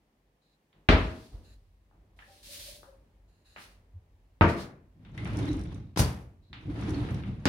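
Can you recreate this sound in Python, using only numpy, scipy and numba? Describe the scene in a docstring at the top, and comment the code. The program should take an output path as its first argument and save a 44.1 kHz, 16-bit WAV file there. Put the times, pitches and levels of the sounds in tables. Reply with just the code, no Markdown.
"""Kitchen doors and cutlery drawer

In a small tiled kitchen, close to a two-port phone, one cabinet door slams, a second swings open and
shuts, and a drawer rolls out to its stop and back. Impacts excite the damped modes of the panels and
the room's reverberation; rough rollers drive the drawer's resonances while the cutlery rattles.
Hinges tick, a sole slides and squeals by stick-slip friction, and the bass rumbles underneath."""
import sys
import numpy as np
from scipy import signal
from scipy.fft import rfft, irfft
from scipy.io import wavfile
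from scipy.ndimage import uniform_filter1d
from numba import njit

SR = 44100
rng = np.random.default_rng(int(sys.argv[2]) if len(sys.argv) > 2 else 0)


def generate_wav(signal):
    """Clip the signal to [-1, 1] and save it as 16-bit WAV at the path in sys.argv[1]."""
    frames = np.transpose(np.atleast_2d(signal))
    scaled = np.clip(frames, -1, 1) * 32767
    pcm = np.round(scaled).astype(np.int16)
    wavfile.write(sys.argv[1], SR, pcm)


N = 329868
T = np.arange(N) / SR
WHITE = [(20, 0), (20000, 0)]  # flat spectrum: f/Hz, level/dB


def undb(db):
    """Amplitude ratio of a level in decibels."""
    return 10 ** (np.asarray(db) / 20)


def along(table, hz):
    """Interpolation of a (frequency, value) table on a logarithmic frequency axis."""
    knots_hz, values = np.transpose(table)
    return np.interp(np.log(np.maximum(hz, 1)), np.log(knots_hz), values)


def unit(x):
    """Normalisation to unit RMS."""
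    return x / np.sqrt(np.mean(x ** 2))


def pan(lr_db):
    """Channel gains for a level difference, left minus right."""
    return undb(np.array([[lr_db], [-lr_db]]) / 2)


def add(out, start, sound):
    """Superposition of a sound on out, from start in seconds."""
    i = int(start * SR)
    out[:, i:i + sound.shape[1]] += sound[:, :N - i]


def curves(tables):
    """Linear interpolation of timed levels, with a gate open only within each table's span."""
    times, *columns = np.transpose(np.vstack(tables))
    gate = sum((T >= rows[0][0]) & (T < rows[-1][0]) for rows in tables)
    return [np.interp(T, times, c) for c in columns], uniform_filter1d(1. * gate, size=800)


def swell(start, rise_s, hold_s, fade_db_s, rise_db):
    """Exponential envelope: climbs by rise_db to unity, holds and decays."""
    rising_db = rise_db * ((T - start) / rise_s - 1)
    fading_db = -fade_db_s * np.maximum(T - start - rise_s - hold_s, 0)
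    return undb(np.clip(np.minimum(rising_db, fading_db), -200, 0)) * np.clip((T - start) / .004, 0, 1)


def walk(rate_hz):
    """Random modulation: ramps between Gaussian values, with a spread near 1."""
    step = int(SR / rate_hz)
    return 1.1 * uniform_filter1d(np.repeat(rng.standard_normal(N // step + 1), step), step)[:N]


@njit
def bandpass(x, hz, width_hz):
    """Second-order resonance (state-variable filter) with unity gain at its moving centre."""
    y, band, low = np.empty(len(x)), 0., 0.
    for i in range(len(x)):
        g, damping = np.tan(np.pi * hz[i] / SR), width_hz / hz[i]
        v = (band + g * (x[i] - low)) / (1 + g * (g + damping))
        band, low, y[i] = 2 * v - band, low + 2 * g * v, damping * v
    return y


def resonate(drive, bands):
    """Forced response of parallel resonances (f/Hz, bandwidth/Hz, gain/dB), at unit RMS."""
    return unit(sum(undb(db) * np.array([bandpass(c, np.full(N, 1. 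* hz), 1. * width) for c in drive])
                    for hz, width, db in bands))


def minimum_phase(spectrum, size=4096):
    """Causal impulse response of a spectrum, by folding its cepstrum; peak 1."""
    cepstrum = irfft(np.log(undb(along(spectrum, np.fft.rfftfreq(size, 1 / SR)))), size)
    cepstrum[1:size // 2] *= 2
    cepstrum[size // 2 + 1:] = 0
    response = irfft(np.exp(rfft(cepstrum)), size)
    return response[None] / np.abs(response).max()


# Likeness of the sound at the two ports: f/Hz, correlation coefficient
PORT_CORRELATION = [(60, 0.985), (290, 0.95), (640, 0.54), (1400, -.1), (3000, .1), (15000, -0.1)]
def noise(spectrum, size=N):
    """Partially coherent noise: alike at both ports in the bass, unrelated in the treble."""
    hz = np.fft.rfftfreq(size, 1 / SR)
    correlation = along(PORT_CORRELATION, hz)
    mid, side = rfft(rng.standard_normal((2, size))) * np.sqrt([1 + correlation, 1 - correlation])
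    return unit(irfft(np.array([mid + side, mid - side]) * undb(along(spectrum, hz)), size))


def contact(t60):
    """Impulsive excitation: decaying white noise of unit mean energy per port."""
    burst = noise(WHITE, SR) * undb(-60 * T[:SR] / t60)
    return burst / np.sqrt(np.sum(burst ** 2) / 2)


# Reverberation time of the kitchen: f/Hz, T60/s
ROOM_DECAY = [(60, 0.58), (250, 0.63), (1000, 0.5), (3000, 0.44), (6000, 0.25), (12000, 0.12)]
def room(wet_db, rise_s=0.00067):
    """Diffuse-field impulse response: each half-octave band decays exponentially at its own rate."""
    t, hz = T[:SR], np.fft.rfftfreq(SR, 1 / SR)
    white, tail = rfft(noise(WHITE, SR)), 0
    for centre in 40 * 2 ** np.arange(0, 8.7, .5):
        share = np.clip(1 - np.abs(2 * np.log2(np.maximum(hz, 1) / centre)), 0, 1)
        tail = tail + irfft(white * share, SR) * undb(-60 * t / along(ROOM_DECAY, centre))
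    return undb(wet_db) * tail * (1 - np.exp(-t / rise_s))


def reverberate(direct, wet_db):
    """Direct sound plus its convolution with the room's response."""
    return direct + signal.fftconvolve(direct, room(wet_db), axes=1)[:, :N]


# Slow course of the low background: t/s, rumble level/dB, murmur level/dB
UNDERTONE = [(0, -72, -74), (.7, -80, -75.5), (1.6, -64, -80.5), (2.6, -60.5, -64.5), (3.2, -61.5, -71.5),
             (4.3, -61.5, -73.5), (6.45, -56.5, -73)]
# Brief stirrings in the bass: peak t/s, rumble level/dB, murmur level/dB
STIRS = [(.76, -70, -69), (1.342, -44.5, -57.5), (1.95, -70, -72), (3.58, -88.5, -64)]
def background(rise_s=0.024):
    """Ambient noise: amplitude-modulated rumble and murmur over a faint, nearly steady hush."""
    levels_db, _ = curves([UNDERTONE])
    gains = undb(levels_db)
    for peak, *db in STIRS:
        gains = gains + undb(db)[:, None] * swell(peak - rise_s, rise_s, 0, fade_db_s=71.5, rise_db=9.1)
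    rumble = noise([(20, -31.5), (35, -4), (50, 9), (65, -10.5), (90, -0.5), (130, -17), (300, -80.5),
                    (600, -120)])
    murmur = noise([(50, -47), (140, 0), (300, -4), (600, -9), (1000, -16), (3000, -32), (8000, -86.5)])
    hush = undb(-79.5 + 0.59 * walk(5.2)) * noise(
        [(470, -28.5), (800, -9.5), (1120, -13.5), (1370, -18.5), (1730, -13), (7340, -26), (15700, -28)])
    return gains[0] * rumble + gains[1] * murmur + hush


# Rubs on handle and hinge, and one faint slide: t/s, duration/s, level/dB, narrowness (0-1)
FRICTION_NOISES = [(0.408, 0.17, -77, 0.7), (3.27, 0.19, -78.5, 0), (1.434, 0.14, -66, 0.2),
                   (3.444, 0.17, -65, 0.3), (6.418, .12, -76, 1)]
# Their resonances: f/Hz, bandwidth/Hz, gain/dB
FRICTION_BANDS = [(1750, 400, -3), (2750, 350, -3), (4050, 450, 0), (6600, 700, -8), (9500, 900, -12)]
def friction_noises(rise_s=0.019, fade_s=0.036):
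    """Brief friction noises filtered by resonances; the narrowest are almost a whistle."""
    out, friction = np.zeros((2, N)), noise(WHITE)
    broad, thin = resonate(friction, FRICTION_BANDS), resonate(friction, [(4000, 220, 0)])
    for start, length, db, narrowness in FRICTION_NOISES:
        envelope = np.clip(np.minimum((T - start) / rise_s, (start + length - T) / fade_s), 0, 1)
        out += undb(db) * envelope * (broad + narrowness * (thin - broad))
    return out


# The rattling tail of the door slam, then slides of sole and cloth:
# t/s, rise/s, hold/s, decay/(dB/s), level/dB, relative treble/dB
HISSES = [(0.898, .01, 0.0043, 74.5, -46.5, -15.5), (1.087, 0.079, 0.036, 43, -69, -2),
          (2.162, 0.16, 0.19, 156, -65.5, -3), (2.427, 0.1, .16, 118, -49.5, -0.5),
          (3.565, 0.038, 0.03, 147, -57.5, -4), (4.407, 0.011, .01, 147.5, -48, -24.5),
          (4.478, 0.015, .005, 179.5, -50.5, -8), (4.564, 0.044, 0.0092, 242, -49.5, -10)]
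# Their spectrum: f/Hz, level/dB
HISS_SPECTRUM = [(530, -39), (900, -18.5), (1400, -15.5), (1560, -9.5), (4210, 1), (7740, -10), (9270, -6),
                 (12500, -12.5), (15700, -14.5)]
def hisses():
    """Broadband noise under exponential envelopes; each hiss has its own brightness."""
    hiss = noise(HISS_SPECTRUM) * undb(0.95 * walk(40))
    low = signal.sosfiltfilt(signal.butter(2, 7500, fs=SR, output="sos"), hiss)
    dull, bright = unit(low), unit(hiss - low)
    return sum(swell(start, rise, hold, fade, rise_db=13) * undb(db) * (dull + undb(treble_db) * bright)
               for start, rise, hold, fade, db, treble_db in HISSES)


# Squeals of the sole on the tiles: t/s, duration/s, first f/Hz, last f/Hz, level/dB
SQUEALS = [(2.254, 0.1, 587, 583, -61), (2.276, 0.079, 793, 778, -64), (2.462, 0.173, 538, 588, -56.5),
           (2.656, 0.068, 553, 613, -52.5), (2.735, 0.049, 573, 632, -56.5), (2.864, 0.075, 568, 520, -55)]
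def squeals():
    """Stick-slip oscillation: gliding tones that waver in pitch and strength, with a rough edge."""
    out, waver, flutter, grit = np.zeros((2, N)), walk(45), walk(49), rng.standard_normal(N)
    for start, length, first_hz, last_hz, db in SQUEALS:
        t, i = T[:int(length * SR)], int(start * SR)
        span = slice(i, i + len(t))
        hz = (first_hz + (last_hz - first_hz) * np.sqrt(t / length)) * (1 + .012 * waver[span])
        envelope = np.sin(np.pi * t / length) * undb(db + 1.8 * flutter[span])
        tone = np.sin(2 * np.pi * np.cumsum(hz) / SR)
        rough = .5 * unit(bandpass(bandpass(grit[span], hz, 70.), hz, 70.))
        add(out, start, pan(2.9) * envelope * (tone + rough))
    return reverberate(out, wet_db=-34.5)


# Soft thumps through hand and floor: t/s, level/dB, f/Hz, duration/s
THUMPS = [(1.335, -34.5, 79, 0.025), (1.384, -43, 52.6, 0.046), (2.577, -52, 91, 0.046),
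          (2.718, -53.5, 89.5, 0.037), (3.932, -39, 89.3, 0.067)]
def thumps():
    """Structure-borne sound: a few bass cycles under a half-sine envelope."""
    out = np.zeros((2, N))
    for start, db, hz, length in THUMPS:
        t = T[:int(length * SR)]
        add(out, start, undb(db) * pan(0) * np.sin(np.pi * t / length) * np.sin(2 * np.pi * hz * t))
    return out


# Hinge and runner ticks: t/s, level/dB, centre f/Hz, left minus right/dB
TICKS = [(0.729, -53.5, 2360, -2), (1.912, -59.5, 877, 2), (2.19, -38.5, 1900, -2), (2.831, -44, 990, 4),
         (3.562, -32, 1650, 2), (3.584, -39, 2140, -5), (5.05, -43.5, 2170, 2), (5.178, -33.5, 2300, -3),
         (5.255, -28.5, 1690, 0.5), (6.53, -29.5, 2370, -0.5), (6.78, -43, 1000, 7), (6.824, -35, 1520, 0),
         (6.887, -40, 1280, 1), (7.031, -40, 1000, 2), (7.087, -32.5, 1730, -1), (7.236, -35.5, 1950, 0)]
def ticks():
    """Small impacts: a brief contact and its reverberation, filtered around a centre frequency."""
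    out, tail = np.zeros((2, N)), room(wet_db=-26)
    for start, db, hz, lr_db in TICKS:
        colour = minimum_phase([(hz / 8, -22), (hz / 2.3, -4), (hz, 0), (hz * 1.7, -4),
                                (hz * 2.4, -24), (hz * 6, -50)])
        tick = signal.fftconvolve(contact(t60=0.013) + tail, colour, axes=1)
        add(out, start, undb(db) * pan(lr_db) * tick)
    return out


# Drawer travel, out and then in: t/s, rumble level/dB, hum level/dB, scrape level/dB
TRAVEL = [
    [(4.9, -72, -83, -100), (5.01, -48.5, -82, -75), (5.12, -46, -92, -63.5), (5.21, -34.5, -53.5, -52),
     (5.4, -31.5, -32.5, -45), (5.54, -29.5, -32.5, -45.5), (5.62, -35, -43, -53.5),
     (5.76, -37.5, -46.5, -57), (5.95, -51, -73, -78.5)],
    [(6.5, -54.5, -68, -83), (6.62, -52, -54, -61.5), (6.69, -35.5, -37.5, -54), (6.79, -34.5, -47, -47.5),
     (6.9, -31, -31, -45.5), (7.1, -31.5, -46, -47), (7.27, -34, -62, -55.5), (7.36, -38.5, -70, -60),
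     (7.455, -40, -68, -60)],
]
# Resonances of the drawer box: f/Hz, bandwidth/Hz, gain/dB
BOX_BANDS = [(54, 52, -10.5), (121, 46, 6), (187, 68, 4.5)]
# Spectrum of the runners' scrape: f/Hz, level/dB
SCRAPE_SPECTRUM = [(240, -15.5), (400, 4.5), (577, 3.5), (726, 4.5), (3680, -8), (8030, -27), (9790, -21.5),
                   (15500, -50)]
def drawer():
    """Forced vibration: rough rollers shake the box and hum, while the runners scrape in grains."""
    (rumble_db, hum_db, scrape_db), gate = curves(TRAVEL)
    hum_hz = 294 + 0.83 * (hum_db + 33)  # the softer the hum, the lower its pitch
    roughness = noise([(20, -36.5), (35, 0.5), (55, 14), (600, -11), (2000, -47)])
    rollers = np.array([bandpass(bandpass(c, hum_hz, 76.), hum_hz, 76.) for c in roughness])
    scrape = noise(SCRAPE_SPECTRUM) * undb(2.2 * walk(90) + 1.2 * walk(30))
    rumble = undb(rumble_db + 1.9 * walk(22)) * resonate(roughness, BOX_BANDS)
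    hum = undb(hum_db + 2.1 * walk(25)) * unit(rollers)
    return gate * (rumble + hum + undb(scrape_db) * unit(scrape))


# Resonances of the loose utensils: f/Hz, level/dB
UTENSIL_BANDS = [(2100, -2.5), (3800, -0.5), (5900, -6.5), (9300, -15.5), (12500, -20)]
def rattle(count=210, t60=0.033):
    """Random collisions: utensils ring as narrow-band noise, their level following the scrape."""
    out, t = np.zeros((2, N)), T[:2048]
    (*_, scrape_db), gate = curves(TRAVEL)
    first, last = TRAVEL[0][0][0], TRAVEL[-1][-1][0]
    attack = np.clip(t / 0.0016, 0, 1) ** 2
    for when, softness, which, detune in rng.random((count, 4)):
        start = first + when * (last - first)
        i = int(start * SR)
        hz, db = UTENSIL_BANDS[int(which * len(UTENSIL_BANDS))]
        hz *= 1 + .16 * (detune - .5)
        ring = noise([(hz / 2, -40), (hz * .9, -10), (hz, 0), (hz * 1.1, -10), (hz * 2, -40)], len(t))
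        db += scrape_db[i] - 5 - 2 * np.log(softness)
        add(out, start, gate[i] * undb(db - 60 * t / t60) * attack * ring)
    return out


# The loudest cutlery clinks: t/s, peak level/dB
CLINKS = [(5.176, -48.5), (5.246, -43), (5.2734, -48), (5.3323, -48), (5.37, -35), (5.388, -38),
          (5.428, -51), (5.454, -44), (5.488, -44), (5.53, -43.5), (5.5672, -48), (5.593, -48),
          (5.6117, -47), (5.636, -49.5), (5.744, -50), (5.974, -30), (6.783, -58), (6.811, -45),
          (6.893, -41), (6.905, -42), (7.107, -48), (7.1437, -45)]
# Their spectrum: f/Hz, level/dB
CLINK_SPECTRUM = [(1500, -25), (3500, -12.5), (5700, 12.5), (7500, 1), (9400, 8.5), (12500, -8.5),
                  (15500, -14.5)]
def clinks(t60=0.012):
    """Hard, short contacts between spoons and knives give bright bursts of noise."""
    out, t = np.zeros((2, N)), T[:2048]
    for start, db in CLINKS:
        click = noise(CLINK_SPECTRUM, len(t)) * undb(-60 * t / t60) * np.clip(t / .003, 0, 1)
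        add(out, start, undb(db) * click / np.abs(click).max())
    return out


# Ringing utensils and small metal parts: t/s, level/dB, f/Hz, T60/s
PINGS = [(2.224, -47, 1714, 0.034), (5.178, -39.5, 2034, 0.042), (5.49, -41.5, 3860, 0.038),
         (6.047, -37.5, 4630, 0.025), (6.945, -44.5, 4280, 0.034)]
def pings():
    """Beating of two close damped modes, the upper one in antiphase at the two ports."""
    out, t = np.zeros((2, N)), T[:8192]
    for start, db, hz, t60 in PINGS:
        pair = np.sin(2 * np.pi * hz * t) + np.array([[1], [-1]]) * np.sin(2 * np.pi * 1.045 * hz * t)
        add(out, start, undb(db - 60 * t / t60) * pair)
    return out


def crash(peak_s=6.003, pile_s=0.032):
    """Inertia piles the cutlery up at the stop: bright noise peaks, drops quickly and settles."""
    impact = undb(-29.5) * swell(peak_s - pile_s, pile_s, 0, fade_db_s=706.5, rise_db=12.5)
    settling = undb(-37.5) * swell(peak_s - pile_s, pile_s, 0, fade_db_s=151.5, rise_db=12.5)
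    spectrum = [(1500, -26), (3500, -1.5), (5800, 3), (7500, -4), (9500, 0), (13000, -5.5), (15700, -11.5)]
    return (impact + settling) * undb(1.2 * walk(130)) * pan(1.5) * noise(spectrum)


# Modes of the two doors and the drawer: f/Hz, level/dB, T60/s
FIRST_DOOR_MODES = [(48.5, -3, .36), (86, -7, .2), (118, -12, .25), (215, -19, .3), (285, -15, .4),
                    (410, -14, .25), (635, -18, .55), (1280, -23, .4)]
SECOND_DOOR_MODES = [(86, 7, .3), (199, -3, .35), (339, 2, .45), (592, -10, .48), (675, -8, .44),
                     (933, -4, .3), (1179, -14, .4), (1268, -3, .12), (1497, -10, .15)]
DRAWER_MODES = [(91.5, -7, 0.19), (287, -12.5, 0.33), (1003, -20, 0.16)]
def free_vibration(modes, flutter_db=4, flutter_hz=35):
    """Modal superposition: a panel rings as damped sinusoids, the upper ones beating unevenly."""
    t, ring = T[:SR], 0
    for hz, db, t60 in modes:
        flutter = min(hz / 400, 1) * np.minimum(t * flutter_hz, 1) * walk(flutter_hz)[:SR]
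        ring = ring + undb(db + flutter_db * flutter - 60 * t / t60) * np.sin(2 * np.pi * hz * t)
    return ring * np.sin(np.pi / 2 * np.clip(t / .0008, 0, 1)) ** 2


# Blows on each door, and on the drawer at its stop and as it shuts: t/s, level/dB
FIRST_DOOR_BLOWS = [(0.8868, -9), (0.8888, -1.5), (0.925, -12)]
SECOND_DOOR_BLOWS = [(4.4102, -2), (4.418, -8), (4.440, -17)]
STOP_BLOWS = [(5.961, -19), (5.973, -10), (5.992, -5.5), (6.004, -15.5), (6.018, -13)]
SHUT_BLOWS = [(7.455, -5)]
# Spectra of their cracks: f/Hz, level/dB
FIRST_DOOR_CRACK = [(35, -32.5), (60, -5), (170, -18), (270, -14), (560, -23), (1200, -22.5), (2300, -25.5),
                    (4300, -33.5), (7000, -53.5), (15500, -73.5)]
SECOND_DOOR_CRACK = [(40, -13), (90, -8.5), (240, -12.5), (350, -14.5), (800, -19), (1300, -18),
                     (2400, -24), (4500, -47.5), (9000, -80), (15500, -79)]
STOP_CRACK = [(35, -28.5), (60, -4.5), (105, -6), (200, -14), (480, -23.5), (800, -24.5), (2500, -33),
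              (5000, -36), (15500, -60)]
SHUT_CRACK = [(35, -31), (60, -2), (285, -3), (1100, -15), (1480, -11.5), (2360, -17.5), (4520, -21),
              (15500, -47.5)]
def struck_panel(blows, modes, spectrum, ring_db, wet_db, lr_db, contact_t60, snap_db, snap_hz):
    """Impact excitation: each blow gives a tonal snap, a reverberant crack and the panel's ring."""
    out, t = np.zeros((2, N)), T[:SR]
    ring = undb(ring_db) * free_vibration(modes)
    attack = np.sin(np.pi / 2 * np.clip(t * snap_hz, 0, 1)) ** 2
    port_phase = np.array([[0], [np.pi / 2]])
    snap = -np.sin(2 * np.pi * snap_hz * t - port_phase) * attack * undb(snap_db - 60 * t / .016)
    colour = minimum_phase(spectrum)
    for start, db in blows:
        crack = signal.fftconvolve(contact(contact_t60) + room(wet_db), colour, axes=1)[:, :SR]
        add(out, start, undb(db) * pan(lr_db) * (crack + snap + ring))
    return out


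def scene():
    """Linear superposition of all the sources at the two ports."""
    doors = struck_panel(FIRST_DOOR_BLOWS, FIRST_DOOR_MODES, FIRST_DOOR_CRACK, ring_db=-10.5,
                         wet_db=-24, lr_db=1.5, contact_t60=.011, snap_db=-7.5, snap_hz=2264)
    doors += struck_panel(SECOND_DOOR_BLOWS, SECOND_DOOR_MODES, SECOND_DOOR_CRACK, ring_db=-18,
                          wet_db=-26.5, lr_db=1.5, contact_t60=.02, snap_db=-4, snap_hz=978)
    stop = struck_panel(STOP_BLOWS, DRAWER_MODES, STOP_CRACK, ring_db=-11.5,
                        wet_db=-31.5, lr_db=.53, contact_t60=.055, snap_db=-24, snap_hz=1300)
    shut = struck_panel(SHUT_BLOWS, DRAWER_MODES, SHUT_CRACK, ring_db=-13,
                        wet_db=-26, lr_db=.58, contact_t60=.012, snap_db=-21, snap_hz=1280)
    ticking, cutlery = ticks(), rattle() + clinks() + pings()
    small = ticking + crash() + reverberate(cutlery, wet_db=-32) + thumps() + friction_noises()
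    return doors + stop + shut + small + squeals() + drawer() + hisses() + background()


def record(dry):
    """Band limiting: the phone cuts the deepest bass and the highest treble."""
    high_passed = signal.sosfilt(signal.butter(4, 33, "high", fs=SR, output="sos"), dry)
    return signal.sosfilt(signal.ellip(10, .2, 70, 15800, fs=SR, output="sos"), high_passed)


dry = scene()
out = record(dry)
generate_wav(out)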